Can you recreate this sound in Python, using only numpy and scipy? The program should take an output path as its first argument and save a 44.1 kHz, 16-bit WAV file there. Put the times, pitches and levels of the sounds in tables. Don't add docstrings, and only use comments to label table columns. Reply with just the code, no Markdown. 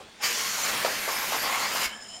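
import sys
import numpy as np
from scipy import signal
from scipy.fft import rfft, irfft, next_fast_len
from scipy.io import wavfile
from scipy.ndimage import uniform_filter1d, map_coordinates

SR = 44100
rng = np.random.default_rng(int(sys.argv[2]) if len(sys.argv) > 2 else 0)


def pcm_store(signal):
    levels = np.round(np.clip(np.atleast_2d(signal), -1, 1) * 32767)
    wavfile.write(sys.argv[1], SR, levels.astype(np.int16).T)


def to_linear_factor(level_db):
    exponent = np.asarray(level_db, float) / 20
    return 10 ** exponent


N = 97020


def unit(x):
    return x / np.sqrt(np.mean(x ** 2) + 1e-20)


def along(points, hz):
    f, v = np.transpose(points)
    return np.interp(np.log(hz + 1), np.log(f + 1), v)


def curves(rows):
    s, *cols = np.transpose(rows)
    return [np.interp(np.arange(N) / SR, s, c) for c in cols]


def wobble(rate_hz):
    knots = rng.standard_normal(int(N * rate_hz / SR) + 4)
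    return map_coordinates(knots, [np.arange(N) * rate_hz / SR])


def filtered(x, response):
    m = next_fast_len(N + SR // 2)
    return irfft(rfft(x, m) * response(np.fft.rfftfreq(m, 1 / SR)), m)[..., :N]


def resonances(peaks):
    def response(f):
        return sum((-1) ** k * to_linear_factor(db) * 1j * f * w / (c * c - f * f + 1j * f * w)
                   for k, (c, w, db) in enumerate(peaks))
    return response


def patchy(patchy_db, x=None, bins=5, frames=12):
    z = signal.stft(rng.standard_normal(N) if x is None else x, nperseg=512)[2]
    field = uniform_filter1d(rng.standard_normal(z.shape), bins, 0)
    field = uniform_filter1d(field, frames, 1)
    return signal.istft(z * to_linear_factor(patchy_db * unit(field)), nperseg=512)[1][:N]


def whistle(hz, width_hz):
    a, b = filtered(rng.standard_normal((2, N)), lambda f: 1 / (1 + (2 * f / width_hz) ** 2))
    phase = 2 * np.pi * np.cumsum(hz * np.ones(N)) / SR
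    return unit(a * np.cos(phase) + b * np.sin(phase))


def room_tone():
    # frequency in Hz, density in dB per Hz
    air_spectrum = [(25, -21), (100, -13.5), (500, -12.5), (2100, -16), (4000, -18.5), (5200, -33),
                    (8600, -23.5), (11500, -39)]
    air_db, hum_hz, hum_width_hz = -52.5, 214, 15
    hum_db, hum_rest_db, hum_on_s, hum_off_s = -57, -9, 0.205, 2.08
    air = unit(filtered(patchy(patchy_db=2.5), lambda f: to_linear_factor(along(air_spectrum, f))))
    drone_db, = curves([(hum_on_s - 0.03, hum_rest_db), (hum_on_s, 0),
                        (hum_off_s, 0), (hum_off_s + 0.05, hum_rest_db)])
    hum = unit(filtered(rng.standard_normal(N), resonances([(hum_hz, hum_width_hz, 0)])))
    return to_linear_factor(air_db) * air + to_linear_factor(hum_db + drone_db) * hum


def walls(x):
    # frequency in Hz, t60 in s
    decay = [(200, 0.39), (2000, 0.38), (10000, 0.13)]
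    delay = 350
    out, hop = np.zeros(N + 2 * SR), SR // 5
    padded = np.pad(x, (hop, 2 * hop))
    for start in range(-hop, N, hop):
        hz, t, z = signal.stft(rng.standard_normal(SR // 2), SR, nperseg=256)
        tail = signal.istft(z * to_linear_factor(-60 * t / along(decay, hz)[:, None]), SR, nperseg=256)[1]
        piece = padded[start + hop:][:2 * hop] * np.hanning(2 * hop)
        echo = signal.fftconvolve(piece, tail / np.linalg.norm(tail))
        out[start + hop + delay:][:len(echo)] += echo
    return out[hop:][:N]


def drags():
    # start in s, length in s, level in dB
    strokes = [
        (0.652, 0.2, -42.5),
        (1.099, 0.17, -35),
        (1.418, 0.27, -31.5),
        (1.75, 0.13, -38),
    ]
    # frequency in Hz, width in Hz, level in dB
    panel = [(530, 75, -7), (822, 133, -0.5), (1104, 130, 3), (1387, 120, -4.5), (2010, 260, -5.5),
             (3000, 1000, -11.5)]
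    rise_s, fall_s, grains_per_s, grain_spread_db = 0.023, 0.035, 2500, 1.5
    t = np.arange(N) / SR
    hits = rng.random(N) < grains_per_s / SR
    grains = hits * rng.uniform(-0.82, 1, N) * to_linear_factor(grain_spread_db * rng.standard_normal(N))
    stroke = sum(to_linear_factor(db) * np.clip((t - s) / rise_s, 0, 1) * np.clip((s + length - t) / fall_s, 0, 1)
                 for s, length, db in strokes)
    return stroke * to_linear_factor(0.95 * wobble(20)) * unit(filtered(grains, resonances(panel)))


def knocks():
    # start in s, peak in dB, blow frequency in Hz, blow t60 in s
    bumps = [(.001, -40, 808, 0.026), (.006, -40, 520, 0.032), (.014, -41, 750, 0.028),
             (.024, -42.5, 423, .03), (.848, -12.5, 643, 0.017), (.853, -28, 530, 0.018),
             (.860, -22.5, 1250, 0.025), (.864, -25, 560, 0.016), (.877, -27, 780, .03),
             (.898, -27, 790, .015), (1.0775, -22, 597, 0.023), (1.0857, -19.5, 1150, .016),
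             (1.096, -31, 1056, 0.042), (1.111, -28, 930, 0.011), (1.3214, -17.5, 746, 0.015),
             (1.3294, -20.5, 1117, 0.021), (1.343, -23, 1037, 0.017), (1.3475, -24, 906, 0.019),
             (1.352, -34, 524, .015), (1.428, -29, 1130, 0.022), (1.749, -23, 645, 0.019),
             (1.757, -25.5, 1057, 0.024), (1.717, -28, 2250, .015)]
    # frequency in Hz, width in Hz, level in dB
    deck = [(433, 710, -2.5), (560, 38, 7.5), (810, 1100, -7.5), (1100, 560, 0.5), (1250, 100, 1.5),
            (2230, 1800, -9.5), (5000, 2000, -11.5)]
    rattle_db, rattle_t60_s, contact_s = -13.5, 0.11, 0.0016
    crack_db, crack_t60_s = -13.5, 0.018
    deck_low_hz = 322
    out, t = np.zeros(N + SR), np.arange(SR // 4) / SR
    shake = unit(filtered(rng.standard_normal(N), resonances(deck)))
    snap = unit(filtered(rng.standard_normal(N), resonances([(2300, 1500, 0), (5000, 2500, -4)])))
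    for s, db, hz, t60_s in bumps:
        at = round(s * SR)
        cycles = sum(gain * np.sin(2 * np.pi * ratio * hz * t)
                     for ratio, gain in ((1, 1), (0.818, 0.59), (1.395, 0.44)))
        blow = -2.4 * to_linear_factor(-60 * t / t60_s) * cycles
        crack = to_linear_factor(crack_db - 60 * t / crack_t60_s) * np.roll(snap, -at)[:len(t)]
        rattle = to_linear_factor(rattle_db - 60 * t / rattle_t60_s) * np.roll(shake, -at)[:len(t)]
        onset = 1 - np.exp(-t / contact_s)
        out[at:][:len(t)] += to_linear_factor(db) * ((blow + rattle) * onset + crack)
    return filtered(out[:N], lambda f: (1j * f / (deck_low_hz + 1j * f)) ** 2)


def leak():
    # time in s, level in dB, whistle dropping to the gun body 0-1, lowest tube mode in dB
    flow = [(1.84, -70, 0.1, 3), (1.875, -46.5, 0, 2), (1.945, -43.5, 0.15, 6.5), (1.99, -50, 0.08, 2),
            (2.02, -43, 0.35, -20), (2.045, -45, 0.3, 0), (2.1, -44, 0.55, 3), (2.135, -41.5, 0.85, -1.5),
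            (2.2, -45.5, 0.85, -1.5)]
    # frequency in Hz, width in Hz, level in dB
    tube_modes = [(3060, 220, -2.5), (5190, 160, -2), (7110, 220, -3.5), (8600, 490, -13.5),
                  (9700, 470, -20.5)]
    # time in s, tube pitch shift as a share
    pitch_drift = [(1.87, -0.033), (1.95, 0.011), (2.01, 0.003), (2.07, -0.012), (2.13, 0.0041),
                   (2.2, 0.014)]
    # frequency in Hz, width in Hz, level in dB
    body_low = [(691, 35, 11), (1470, 56, -5)]
    body_high = [(1720, 52, 6), (760, 440, -3.5)]
    shut_s, thump_hz, thump_db, thump_t60_s = 1.862, 54.7, -42, 0.11
    level_db, low, lowest_db = curves(flow)
    low = np.clip(low, 0, 1)
    drift, = curves(pitch_drift)

    tones = []
    for hz, width_hz, db in tube_modes:
        flutter = to_linear_factor(db + 4.6 * np.minimum(wobble(40), 0))
        tones.append(flutter * whistle(hz * (1 + drift + 0.0031 * wobble(40)), width_hz))
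    tube = to_linear_factor(lowest_db) * tones[0] + sum(tones[1:])
    breath = unit(filtered(patchy(patchy_db=1.0), lambda f: np.abs(resonances(tube_modes[1:])(f)) ** 0.88))
    high = unit(filtered(rng.standard_normal(N), resonances(body_high)))
    deep = unit(filtered(rng.standard_normal(N), resonances(body_low)))
    voices = 0.7 * tube + 0.47 * breath + 1.29 * (1 - low) ** 3 * high + 0.72 * low ** 2 * deep

    t = np.maximum(np.arange(N) / SR - shut_s, 0)
    thump = to_linear_factor(thump_db - 60 * t / thump_t60_s) * np.sin(2 * np.pi * thump_hz * t)
    return to_linear_factor(level_db + 1.5 * wobble(29.97)) * voices + thump


def edges():
    # start in s, length in s, first and last pitch in Hz, level in dB
    tones = [(-.03, 0.27, 3230, 3710, -60), (.05, .14, 4300, 4550, -64.5), (0.183, 0.033, 7000, 6950, -56),
             (.185, 0.023, 5140, 5100, -55), (0.194, 0.038, 800, 880, -42.5),
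             (0.196, 0.047, 1500, 1720, -50), (0.211, 0.097, 6800, 6800, -36.5),
             (.205, 0.099, 5200, 5500, -40), (0.203, .06, 9330, 9200, -50), (0.293, 0.047, 2450, 2484, -38),
             (.28, 0.23, 1001, 1100, -44.5), (0.221, .055, 4610, 4734, -31.5),
             (0.221, 0.086, 1906, 1750, -35.5), (0.221, 0.069, 1150, 1209, -38.5),
             (0.218, 0.075, 2350, 2300, -39), (.3, .4, 4500, 4197, -44), (.32, .14, 5620, 5600, -39.5),
             (.48, 0.19, 6420, 6700, -42.5), (0.641, .07, 2300, 2200, -40), (1.432, .045, 4750, 4760, -38),
             (1.828, 0.054, 2706, 2693, -40), (1.83, 0.059, 2246, 2246, -38),
             (0.877, 0.13, 4700, 5240, -42.5), (.97, 0.38, 11560, 11900, -42.5),
             (1.09, .11, 5020, 5280, -39.5), (1.117, 0.067, 9200, 9300, -42.5),
             (1.097, 0.2, 14400, 14700, -47), (1.336, 0.13, 11820, 11720, -40),
             (1.377, 0.12, 4600, 4740, -40.5), (1.451, 0.24, 2050, 2256, -40), (1.47, .16, 6600, 7180, -44),
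             (1.58, 0.11, 4120, 4500, -40), (1.598, 0.11, 4500, 4930, -41),
             (1.644, 0.24, 4795, 5000, -41.5), (1.72, 0.11, 12140, 11960, -42.5),
             (1.804, 0.073, 7000, 7050, -39), (1.717, 0.067, 2900, 3000, -38.5)]
    q, fade_s = 11.5, 0.02
    t = np.arange(N) / SR
    out = np.zeros(N)
    for s, length, hz0, hz1, db in tones:
        swell = np.clip(np.minimum(t - s, s + length - t) / fade_s, 0, 1)
        out += to_linear_factor(db) * swell * whistle(np.interp(t, [s, s + length], [hz0, hz1]), hz0 / q)
    return out


def jet():
    # time in s, flow in dB, jet tucked under the deck 0-1
    flow = [(.19, -56.5, 0), (.215, -43, 1), (.242, -26, 0.26), (.31, -30, 0), (.6, -29.5, 0.13),
            (.7, -28, 0.4), (.74, -30, 1), (1.03, -32, 0.6), (1.14, -31, 0.56), (1.29, -31.5, 0.58),
            (1.42, -30.5, 0.7), (1.62, -31.5, 0.57), (1.72, -32.5, 0.73), (1.858, -28.5, 0.5),
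            (1.872, -39.5, 0.9), (1.95, -56.5, 0.7)]
    # frequency in Hz, density in dB per Hz
    open_jet = [(80, -16.5), (210, -14.5), (900, -2.5), (2200, 0), (3860, -4.5), (6560, -1.5), (8200, -12),
                (15800, -19)]
    tucked_jet = [(80, -17), (190, -9.5), (2130, 0.5), (3940, -7.5), (5190, -8), (7940, -16), (11900, -16),
                  (15800, -21)]
    # frequency in Hz, width in Hz, lift in dB
    nozzle = [(3680, 1200, -0.5), (4500, 800, 0.5), (7350, 820, 3), (9200, 1230, 5), (11820, 990, 6.5),
              (14400, 900, 7.5)]
    treble_hz, thin_flow_db, treble_loss = 8400, -38, 0.7
    opens_s, opens_over_s = 0.214, 0.006
    flow_db, tucked = curves(flow)
    tucked = np.clip(tucked, 0, 1)

    def hiss_through(spectrum):
        def response(f):
            lift_db = sum(db / (1 + (2 * (f - c) / w) ** 2) for c, w, db in nozzle)
            return to_linear_factor(along(spectrum, f)) * to_linear_factor(lift_db)
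        return unit(filtered(patchy(patchy_db=2.0), response))

    hiss = np.sqrt(1 - tucked) * hiss_through(open_jet) + np.sqrt(tucked) * hiss_through(tucked_jet)
    treble = filtered(hiss, lambda f: 1 / (1 + (treble_hz / (f + 1)) ** 6))
    opened = np.clip((np.arange(N) / SR - opens_s) / opens_over_s, 0, 1)
    treble_gain = opened * to_linear_factor(treble_loss * np.minimum(flow_db - thin_flow_db, 0))
    hiss = hiss - treble * (1 - treble_gain)
    return to_linear_factor(flow_db + 0.56 * wobble(6.72) + 0.63 * wobble(59.7)) * hiss


def scene():
    # frequency in Hz, side under mid in dB
    side_db = [(60, -29), (250, -37.5), (700, -38.5), (1500, -44), (4400, -34), (8000, -28), (15000, -23)]
    # time in s, half length in s, side lift in dB
    widenings = [
        (.23, 0.075, 16),
        (0.622, 0.038, 18),
        (1.81, 0.032, 18),
        (1.943, 0.023, 14),
    ]
    walls_db = -10
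    near = jet() + edges() + leak() + knocks() + drags()
    mid = near + to_linear_factor(walls_db) * walls(near) + room_tone()
    apart = filtered(walls(near) + room_tone(), lambda f: to_linear_factor(along(side_db, f) - 8.0))
    t = np.arange(N) / SR
    widening_db = sum(db * np.exp(-((t - s) / half_s) ** 4) for s, half_s, db in widenings)
    side = to_linear_factor(widening_db - 1.5) * patchy(patchy_db=8.5, x=apart, bins=18, frames=5)
    return np.array([mid + side, mid - side])


def band_limit(x):
    return signal.sosfilt(signal.butter(12, 16170, fs=SR, output="sos"), x)


def record(dry):
    top_hz = 15800
    return band_limit(filtered(dry, lambda f: f < top_hz))


dry = scene()
out = record(dry)
pcm_store(out)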